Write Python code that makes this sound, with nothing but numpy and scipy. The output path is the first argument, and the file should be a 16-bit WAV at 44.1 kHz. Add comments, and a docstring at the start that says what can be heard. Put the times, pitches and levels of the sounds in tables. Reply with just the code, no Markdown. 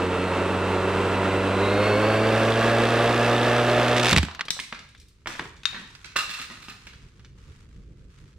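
"""Spinning bar breaks up in a yard

A two-armed bar on a motorised mast spins up in a paved yard, heard on a spaced pair of microphones:
blade hum, torn air, motor whine and a rattle once a turn. The rattle grows until the hub cracks off;
the mast shudders and the pieces clatter over brick and paving. Walls answer each blow, dry leaves stir,
and a low, distant rumble remains."""
import sys
import numpy as np
from scipy import signal
from scipy.fft import rfft, irfft, next_fast_len
from scipy.io import wavfile
from scipy.ndimage import map_coordinates

SR = 44100
rng = np.random.default_rng(int(sys.argv[2]) if len(sys.argv) > 2 else 0)


def persist_wave(psi):
    """Save psi, clipped to +-1, as 16-bit WAV."""
    counts = np.round(np.clip(psi, -1, 1) * 32767).astype(np.int16)
    wavfile.write(sys.argv[1], SR, np.atleast_2d(counts).T)


N = 369558
TIME = np.arange(N) / SR
START_HZ = 45.39  # shaft turns per second at the outset
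FAIL_S, BREAK_S = 4.1, 4.19  # the hub gives way, then comes off
FALL_DB_PER_S = 79.5  # air and rattle fade once it gives way

# Spectrum of the grinding hub: (frequency [Hz], density [dB])
GRIND = [(600, -20.5), (1500, -5), (2700, 8.5), (3550, 8.5), (4200, -2.5), (5200, -6), (7200, -9.5),
         (8600, -9), (9600, -26), (12500, -31), (14500, -44), (15500, -54)]
# How alike the two microphones hear a noise: (frequency [Hz], correlation [0-1])
LIKENESS = [(60, 0.84), (180, 0.98), (550, 1), (1650, 0.98), (4970, 0.75), (15000, 0.33)]


def rotor():
    """Hum, whine, air and rattle follow the shaft and cut out as the hub comes off."""
    # Balance at the microphones: (frequency [Hz], left minus right [dB])
    balance = [(60, -3.5), (110, 0.5), (200, -1.5), (380, -1.5), (700, -1.5), (1290, -2), (2380, -1.0),
               (4400, -1), (8120, -5), (15000, -3.5)]
    speed = shaft_speed()
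    angle = 2 * np.pi * np.cumsum(speed) / SR
    wear = np.exp(np.minimum(TIME - FAIL_S, 0) / 0.067)  # runs away from 0 to 1
    sound = (blade_hum(speed, angle, wear) + motor_whine(angle)
             + torn_air(speed, angle, wear) + hub_rattle(speed, angle, wear))
    held = np.interp(TIME, [BREAK_S - .03, BREAK_S, BREAK_S + .02], [1, .6, 0])
    return filtered(held * sound, lambda hz: amp(along(balance, hz) * np.array([[.5], [-.5]])))


def shaft_speed(creep_hz_per_s=1.83, throttle_s=1.56, top_hz=61.96, spin_up_s=1.05):
    """Turns per second: a slow creep, then at full throttle an approach to top speed."""
    creep = START_HZ + creep_hz_per_s * np.minimum(TIME, throttle_s)
    return top_hz + (creep - top_hz) * np.exp(-since(throttle_s) / spin_up_s)


def blade_hum(speed, angle, wear):
    """Each arm pushes a pressure wave; turbulence shakes the partials in phase and level."""
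    # Partials, the half order from imbalance: (multiple of blade rate, level [dB], flutter [rad])
    partials = [(.5, -21, 0.33), (1, -2, 0.029), (2, -4.5, 0.073), (3, -8, .2), (4, -6, 0.8), (5, -3.5, .9),
                (6, -6, 0.16), (7, -16, 0.47), (8, -18.5, 0.35), (10, -16, 0.53)]
    # Hum against shaft speed: (speed [turns/s], level [dB])
    loudness = [(45.5, -32), (48.5, -28.5), (54.6, -26), (60.6, -27)]
    hum_db = along(loudness, speed) - 449.5 * since(FAIL_S)
    throb_db = 2 * wobble(23.98)  # the bar cuts its own wake
    choke_db = 2 * wear ** 2  # the wobbling bar loses its upper partials
    hum = 0
    for k, db, flutter in partials:
        level_db = hum_db + db - k * choke_db + min(flutter / 0.46, 1) * throb_db
        gain = amp(level_db + 2 * flutter * wobble(16)) * np.sqrt(2)
        hum += gain * np.sin(2 * k * angle + rng.uniform(0, 2 * np.pi) + flutter * wobble(30))
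    return hum


def motor_whine(angle, switching_hz=8030, surge_s=1.74):
    """Magnetic whine swells as the motor pulls, over the tones of its speed controller."""
    # Magnetic orders: (multiple of shaft rate, level [dB], swell under load [dB])
    orders = [(42, -47, 11), (45.9, -55.5, 5), (50.1, -51, 10), (80, -59, 11), (83.8, -57, 17.5)]
    # Steady controller tones: (frequency [Hz], level [dB])
    tones = [(7340, -68), (7840, -71), (7982, -67), (8031, -62), (8680, -64.5), (8870, -64.5), (13700, -79)]
    pull = np.exp(-((TIME - 1.91) / 0.45) ** 2)
    whine = sum(amp(db + swell_db * pull + 1.5 * wobble(25)) * np.sin(k * angle + .45 * wobble(60))
                for k, db, swell_db in orders)
    # switching beats with commutation: a falling tone that surges as the throttle opens, then dies
    beat_phase = 2 * np.pi * switching_hz * TIME - 84 * angle
    beat_db = -52 + 14.5 * np.exp(-((TIME - surge_s) / 0.18) ** 2) - 90 * since(surge_s)
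    beat = amp(beat_db + 1.9 * wobble(12.7)) * np.sin(beat_phase + .5 * wobble(50.2))
    controller = sum(amp(db + 3 + 2 * wobble(6)) * np.sin(2 * np.pi * hz * TIME + 1.3 * wobble(50))
                     for hz, db in tones)
    return whine + beat + controller


def torn_air(speed, angle, wear, db_per_octave=8.5):
    """Eddies pass faster as the bar speeds up, and swish as each arm comes round."""
    # Eddies at the starting speed: (frequency [Hz], density [dB])
    spectrum = [(25, -25.5), (150, -11), (270, -4.5), (370, -1.4), (490, -5), (620, -7.5), (780, -10),
                (920, -5), (1030, -8.5), (1220, -9.5), (1310, -5.5), (1450, -12), (1800, -15),
                (2700, -20.5), (3800, -26.5), (5200, -34.5), (8000, -38.5), (12000, -49), (14000, -52.5),
                (16000, -62)]
    # Modes of the shaking mast head: (frequency [Hz], width [Hz], level [dB])
    head_modes = [(2656, 110, 0), (1350, 75, 2.5), (8650, 400, -13)]
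    travel = np.cumsum(speed / speed[0])
    wake = noise(spectrum, LIKENESS, int(travel[-1]) + 1)
    eddies = np.array([map_coordinates(side, [travel]) for side in wake])
    swish = unit(amp(.6 * np.cos(2 * angle) + 0.8 * np.cos(4 * angle) + 0.7 * wobble(20)))
    head = amp(-15.5) * resonate(noise(GRIND, LIKENESS), head_modes)
    air_db = -26 + db_per_octave * np.log2(speed / START_HZ) - 4 * wear - FALL_DB_PER_S * since(FAIL_S)
    return amp(air_db) * swish * (eddies + head)


def hub_rattle(speed, angle, wear, db_per_octave=18, loose_hz=(53.5, 56.5)):
    """Near top speed the hub works loose and ticks once a turn over a steady grind."""
    # The hub's tick: (frequency [Hz], density [dB])
    tick_spectrum = [(600, -26), (1500, -9), (2600, 1), (3150, 0), (3550, 7), (4000, -2), (4600, -7),
                     (5700, -6.5), (6800, -14), (8600, -14.5), (10000, -27), (15000, -54)]
    looseness = np.interp(speed, loose_hz, [.15, 1])
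    age_s = (angle / (2 * np.pi) % 1) / speed
    ticks = 4.1 * looseness * (1 - np.exp(-age_s / .0003)) * np.exp(-age_s / .0017) * amp(wobble(60))
    grind = .55 * amp(1.3 * wobble(250))
    hub_db = -42 + db_per_octave * np.log2(speed / START_HZ) + 8 * wear - FALL_DB_PER_S * since(FAIL_S)
    return amp(hub_db) * (grind * noise(GRIND, LIKENESS) + ticks * noise(tick_spectrum, LIKENESS))


def hub_cracks(ring_t60=0.034, snap_t60=0.0051):
    """The hub tears in a run of cracks, each a hard snap and a short ring."""
    # Cracks: (time [s], level [dB])
    cracks = [(3.883, -21), (3.966, -19), (3.973, -18), (3.982, -17), (3.999, -16), (4.033, -14.5),
              (4.047, -14), (4.057, -14.5), (4.068, -12), (4.0846, -11.5), (4.094, -14), (4.103, -16),
              (4.111, -12.5), (4.118, -14), (4.1298, -7), (4.1634, -8.5), (4.1747, -11), (4.182, -8.5),
              (4.23, -18), (4.25, -27.5)]
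    spectrum = [(200, -13), (900, -2.5), (2400, 2), (4500, -4), (8500, -15), (15000, -32.5), (17000, -49)]
    out, t = np.zeros((2, N)), TIME[:SR // 4]
    for s, db in cracks:
        fade = amp(-60 * t / ring_t60) + amp(-1.5 - 60 * t / snap_t60)
        crack = amp(db - 5) * fade * noise(spectrum, LIKENESS, len(t))
        add(out, s, crack)
        add(out, s, amp(-15) * wall_echo(crack))
    return out


def mast_shudder(sway_hz=79.3):
    """At each jolt the mast's joints thud, its bending modes ring and it recoils on its base."""
    # Jolts: (time [s], shudder [dB], sway [dB], t60 [s])
    jolts = [(4.121, -15.5, -27, .16), (4.135, -19, -32, .16), (4.165, -11.5, -28, .12),
             (4.178, -18, -28, .08), (4.191, -27, -15, 0.083), (4.231, -12.5, -26, 0.047),
             (4.247, -31, -36, .2)]
    # Bending modes: (frequency [Hz], level [dB])
    bending = [(171, -5), (208, -5.5), (273, -11)]
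    thud_spectrum = [(25, -11), (70, 1), (220, 1.5), (350, -11), (600, -33.5), (2000, -88.5)]
    out, t = np.zeros((2, N)), TIME[:SR // 4]
    for s, db, sway_db, t60 in jolts:
        thud = amp(-6.5 - 60 * t / t60) * noise(thud_spectrum, [(100, 0.88)], len(t))
        shudder = ring([(hz, level, t60) for hz, level in bending], t, scatter_db=1, drift=3)
        sway = amp(sway_db - 60 * (t / t60) ** 2) * np.sin(2 * np.pi * sway_hz * t)
        add(out, s, (1 - np.exp(-t / 0.0025)) * (amp(db) * (shudder + thud) + sway))
    return out


def falling_pieces():
    """Each piece clacks with a colour set by its size, knocks the ground and wakes the walls."""
    # Landings: (time [s], level [dB], centre [Hz], knock [dB], left minus right [dB], echo [dB])
    landings = [(4.285, -27, 1290, -12.5, -3, -2.5), (4.311, -36, 2200, -18, 0, -10),
                (4.348, -30, 2380, -19, 1.5, -20), (4.393, -20, 1750, -27, -4.5, -9),
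                (4.409, -13.5, 2100, -24, -1.5, -29.5), (4.453, -35, 3800, -4, 0, -12),
                (4.483, -21, 2200, -16, 0, -17), (4.505, -11.5, 3610, -25.5, 7.5, -5.5),
                (4.566, -34.5, 1000, -16, 0, -12), (4.59, -23.5, 1700, -16, -1, -10.5),
                (4.599, -21.5, 3600, -19, -1.5, -6), (4.637, -33.5, 3800, -20, -0.5, -8),
                (4.725, -21.5, 1590, -17, -1, -7), (4.746, -31, 2400, -15, -1, -4),
                (4.791, -33.5, 2510, -12, 0.5, -5.5), (4.949, -45, 2210, -11, 2, -20),
                (4.999, -46, 4800, -25, -0.5, -8), (5.259, -26, 1200, -7, -2, -9),
                (5.271, -21, 1450, -7, -2, -2), (5.272, -23.5, 3400, -22, -2, -3),
                (5.3, -35, 1150, -3, -1, -6), (5.353, -36, 1200, -9, -1, -8),
                (5.394, -20, 1600, -10, 1, -9), (5.403, -31, 1900, 3, -1, -5.5),
                (5.417, -34.5, 1400, 2.5, -1, -5), (5.455, -37, 1300, 1.5, -1, -7),
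                (5.566, -46.5, 3600, -20, -0.5, -3.5), (5.633, -37, 2500, -25, 2.5, -11.5),
                (5.73, -35, 1500, -13, -4.5, -5), (5.745, -28, 1900, -9, -2, 3.5),
                (5.951, -35.5, 2600, -13, -5.5, -17), (6.044, -33.5, 2620, -13, -7, 1),
                (6.057, -38, 3400, -14.5, -6, -7), (6.121, -43, 2400, -15, -3.5, -8),
                (6.157, -26.5, 1400, -18.5, 0.5, -17.5), (6.162, -13.5, 1750, -14, -3.5, -9),
                (6.293, -28.5, 2700, -14, -4.5, -3.5), (6.398, -28.5, 2500, -7, -4.5, -6),
                (6.5, -35.5, 2020, -0.5, -.5, 0.5), (6.684, -33, 2490, -5, -3, -7),
                (6.71, -36.5, 1800, -5, -3, -5.5), (6.869, -34, 2420, -12, -3.5, -5),
                (6.932, -43, 2400, -11, -3, -4.5), (7.194, -48, 2210, -16, -3.5, -8),
                (7.247, -41, 2400, -12, -.5, -11)]
    ground = [(50, -4), (180, 7), (480, -3), (750, -13), (1200, -18), (4000, -67.5)]
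    out, t = np.zeros((2, N)), TIME[:SR // 4]
    for s, db, hz, knock_db, lr_db, echo_db in landings + chips(count=5):
        t60 = 0.036 * 2 ** ((-24 - db) / 25.5)  # softer blows last longer
        crunch = unit(amp(2 * wobble(700)[:len(t)]))  # many tiny contacts
        clack = amp(-60 * t / t60) * crunch * noise(fragment(hz), [(800, 0.85), (5000, 0.91)], len(t))
        knock = amp(knock_db - 1.5 - 60 * t / 0.06) * noise(ground, [(200, 1)], len(t))
        blow = amp(db - 3) * (clack + knock) * (1 - np.exp(-t / 0.0003))
        add(out, s, placed(blow, lr_db))
        add(out, s, amp(echo_db + 1.5) * wall_echo(blow) * panned(-1))
    return out


def chips(count, start_s=4.8, span_s=0.32):
    """Landing rows for light chips that patter down at random; bigger ones are louder and lower."""
    return [(start_s + span_s * (k + when) / count, -53.5 + 4 * (size - .5), 4790 * 2 ** (.5 - size),
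             -27, 8 * (side - .5), -3) for k, (when, size, side) in enumerate(rng.random((count, 3)))]


def fragment(hz, ring_db=5, relative_width=0.055):
    """The spectrum of one piece: a hump set by its size, with a few resonances of its own."""
    hump = [(hz / 8, -26), (hz / 3.8, -15), (hz / 1.85, -1), (hz, 0),
            (hz * 2, -5.5), (hz * 3, -16), (hz * 5, -28), (hz * 9, -46)]
    grid = np.geomspace(100, 16000, 400)
    modes = hz * np.array([.62, 1, 1.6, 2.4]) * np.exp(.07 * rng.standard_normal(4))
    peaks = sum(1 / (1 + ((grid / mode - 1) / relative_width) ** 2) for mode in modes)
    return np.transpose([grid, along(hump, grid) + ring_db * peaks])


def steel_clink():
    """Off to the left a small steel part strikes brick; brief chatter roughens its ring."""
    # Strikes: (time [s], level [dB], left minus right [dB])
    strikes = [(5.655, -9, 9.5)]
    # The part's modes: (frequency [Hz], width [Hz], level [dB])
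    modes = [(1730, 90, -15), (2440, 70, -16), (2720, 90, -16), (3690, 75, 3), (4090, 200, -9),
             (4580, 160, -13), (5800, 190, -14), (6680, 130, -11.5), (8440, 300, -22)]
    spectrum = [(400, -34), (800, -16), (1500, 9.5), (3200, 7), (3850, 16),
                (5300, -2), (9000, -13), (15000, -19), (17000, -44.5)]
    low_cut = signal.butter(4, 1100, "high", fs=SR, output="sos")  # too small to radiate bass
    out, t = np.zeros((2, N)), TIME[:SR // 2]
    for s, db, lr_db in strikes:
        contact = amp(db - 0.5 - 60 * t / 0.0045) * noise(spectrum, [(3000, 0.43)], len(t))
        tick = signal.sosfilt(low_cut, contact)
        chatter = (t == 0) + amp(-28 - 60 * t / .07) * rng.standard_normal(len(t))
        clink = amp(db - 29.5) * signal.sosfilt(low_cut, resonate(chatter, modes))
        add(out, s, (tick + clink) * panned(lr_db))
        add(out, s, (amp(-8.5) * wall_echo(clink) + amp(-4.5) * wall_echo(tick)) * panned(3))
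    return out


def thrown_bar():
    """The heavy bar comes down right of centre, clangs, bounces and skids on the paving."""
    # Bounces: (time [s], skid [dB], skid t60 [s], clang [dB])
    bounces = [(6.161, -18.5, .11, -23), (6.187, -25.5, .15, -31), (6.225, -32.5, .15, -37),
               (6.292, -35, .18, -50), (6.332, -34, 0.2, -50), (6.387, -34, 0.16, -45.5),
               (6.415, -35.5, .14, -48), (6.51, -43.5, .2, -45.5), (6.62, -44, 0.17, -53),
               (6.64, -45, .12, -49), (6.684, -38.5, .2, -41), (6.869, -47.5, .15, -55)]
    # Modes while scraping: (frequency [Hz], width [Hz], level [dB])
    skid_modes = [(1222, 95, -2.5), (1740, 640, -6.5), (2550, 260, -1), (2745, 130, 2.5), (3550, 260, -4.5),
                  (4100, 260, -4), (5240, 800, -10), (7710, 3200, -17.5)]
    # Free ring after a blow: (frequency [Hz], level [dB], t60 [s])
    clang_modes = [(1120, -3, .05), (1228.4, -4, .15), (1480, -3, .045), (2720, -5, .11)]
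    grit_spectrum = [(300, -22), (700, -15), (1100, -2), (9000, 0), (15000, -3)]
    out, t = np.zeros((2, N)), TIME[:SR // 2]
    for s, db, t60, clang_db in bounces:
        catches = unit(amp(3 * wobble(500) + 3.5 * wobble(130))[:len(t)])
        grit = catches * noise(grit_spectrum, LIKENESS, len(t))
        skid = amp(db - 60 * t / t60) * resonate(grit, skid_modes)
        clang = amp(clang_db) * ring(clang_modes, t, scatter_db=1.5, drift=9)
        add(out, s, placed(skid + clang, -2.5))
        add(out, s, amp(-3) * wall_echo(skid + clang) * panned(-1.8))
    return out


def wall_echo(sound, build_s=0.0023):
    """A fresh diffuse tail that builds up as the yard's walls reply."""
    # Decay of the yard: (frequency [Hz], t60 [s])
    decay = [(200, 0.65), (1200, 0.51), (4000, 0.62), (12000, 0.4)]
    diffuse = noise([(100, 0.0019), (15000, 0.011)], [(300, 0.97), (1500, 0.26)], SR * 3 // 4)
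    hz, t, bands = signal.stft(diffuse, SR, nperseg=256)
    envelope = amp(-60 * t / along(decay, hz)[:, None]) * (1 - np.exp(-t / build_s))
    tail = signal.istft(bands * envelope, SR, nperseg=256)[1]
    return signal.fftconvolve(np.atleast_2d(sound)[:1], tail / np.linalg.norm(tail[0]), axes=1)


def dry_leaves(rise_s=0.036, floor_db=-67.5):
    """Leaves and grit crackle in short rustles after the break, over a faint hiss."""
    # Rustles: (time [s], level [dB], t60 [s])
    rustles = [(4.49, -43, 0.7), (5.27, -33.5, 0.75), (5.76, -46.5, 1.7), (6.29, -36, 1.47),
               (6.8, -56, 1.5), (7.35, -57, 2.3), (8.09, -56.5, 1.14)]
    # Leaf crackle: (frequency [Hz], density [dB])
    spectrum = [(410, -44), (700, -17), (880, -10), (1250, -3.5), (2830, -8), (6690, -14), (8530, -18.5),
                (15000, -37)]
    stir = sum(amp(db - 60 * since(s) / t60) * (1 - np.exp(-since(s) / rise_s)) for s, db, t60 in rustles)
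    grains = unit(amp(2.6 * wobble(400) + 1.5 * wobble(25)))
    return amp(-4) * (stir + amp(floor_db)) * grains * noise(spectrum, [(1000, 0.33), (5000, 0.083)])


def distant_rumble():
    """Low outdoor rumble, nearly the same at both microphones, swelling towards the end."""
    # The swell: (time [s], level [dB])
    swell = [(4.6, -59.5), (5.1, -59.5), (5.47, -55.5), (6.06, -57), (7.74, -49), (8.38, -50)]
    # The rumble: (frequency [Hz], density [dB])
    spectrum = [(13, -42.5), (22, -10), (54, -2), (135, -7.5), (256, -20), (377, -23), (462, -23.5),
                (484, -27.5), (900, -52.5), (1170, -83), (1980, -120)]
    level_db = np.interp(TIME, *np.transpose(swell))
    return amp(level_db + 1.5 + 1.9 * wobble(22)) * noise(spectrum, [(30, 1), (100, 0.93)])


def amp(db):
    """Decibels to gain."""
    return 10 ** (np.asarray(db) / 20)


def unit(x):
    """Scale to rms 1."""
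    return x / np.sqrt(np.mean(x ** 2) + 1e-20)


def since(s):
    """Seconds since time s, zero before it."""
    return np.maximum(TIME - s, 0)


def along(points, hz):
    """Interpolate (frequency [Hz], value) points on a log axis."""
    f, v = np.transpose(points)
    return np.interp(np.log(hz + 1), np.log(f + 1), v)


def wobble(rate):
    """A smooth random curve, rate knots a second."""
    return map_coordinates(rng.standard_normal(int(N * rate / SR) + 4), [TIME * rate])


def filtered(x, response):
    """x through a frequency response."""
    n = x.shape[-1]
    m = next_fast_len(n + SR // 8)
    return irfft(rfft(x, m) * response(np.fft.rfftfreq(m, 1 / SR)), m)[..., :n]


def noise(spectrum, likeness, size=N):
    """Stereo noise of rms 1 from (frequency [Hz], density [dB]) points and a left-right likeness."""
    def response(hz):
        turn = np.arccos(np.clip(along(likeness, hz), -1, 1)) / 2
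        return amp(along(spectrum, hz)) * np.array([np.cos(turn), np.sin(turn)])
    mid, side = filtered(rng.standard_normal((2, size)), response)
    return unit(np.array([mid + side, mid - side]))


def resonate(x, modes):
    """x through (frequency [Hz], width [Hz], level [dB]) resonances, at rms 1."""
    return unit(filtered(x, lambda f: sum(
        (-1) ** k * amp(db) * 1j * f * width / (hz * hz - f * f + 1j * f * width)
        for k, (hz, width, db) in enumerate(modes))))


def ring(modes, t, scatter_db, drift):
    """Damped modes, struck at new strengths each time; their phase drifts as the contact shifts."""
    out = 0
    for hz, db, t60 in modes:
        fade = amp(db + scatter_db * rng.normal() - 60 * t / t60)
        wander = drift * np.cumsum(rng.standard_normal(len(t))) / np.sqrt(SR)
        out += fade * np.sin(2 * np.pi * hz * t + wander)
    return out


def panned(lr_db):
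    """Left and right gains."""
    return amp(np.array([[lr_db], [-lr_db]]) / 2)


def left_leads(sound, lead_s):
    """The left microphone hears the sound lead_s before the right."""
    return filtered(sound, lambda hz: np.exp(1j * np.pi * hz * lead_s * np.array([[1], [-1]])))


def placed(sound, lr_db):
    """A sound from one side reaches the far microphone softer and later."""
    return left_leads(sound * panned(lr_db), 1.2e-5 * lr_db)


def add(track, s, sound):
    """Mix a sound in at time s."""
    part = track[:, round(s * SR):][:, :sound.shape[-1]]
    part += sound[..., :part.shape[-1]]


def scene():
    """The mast a little right of centre, debris to both sides, the yard behind."""
    spin = rotor()
    fracture = (hub_cracks() + mast_shudder()) * panned(-1.8)
    debris = falling_pieces() + steel_clink() + thrown_bar()
    yard = (distant_rumble() + dry_leaves()) * panned(-1.1)
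    return spin + fracture + debris + yard


def record(dry, ceiling=.85, top_hz=15800):
    """A spaced pair, the left slightly late; the recorder rounds off peaks and cuts the top treble."""
    heard = left_leads(dry, -2.6e-5)
    rounded = heard / (1 + np.abs(heard / ceiling) ** 6) ** (1 / 6)
    return filtered(rounded, lambda hz: hz < top_hz)


dry = scene()
out = record(dry)
persist_wave(out)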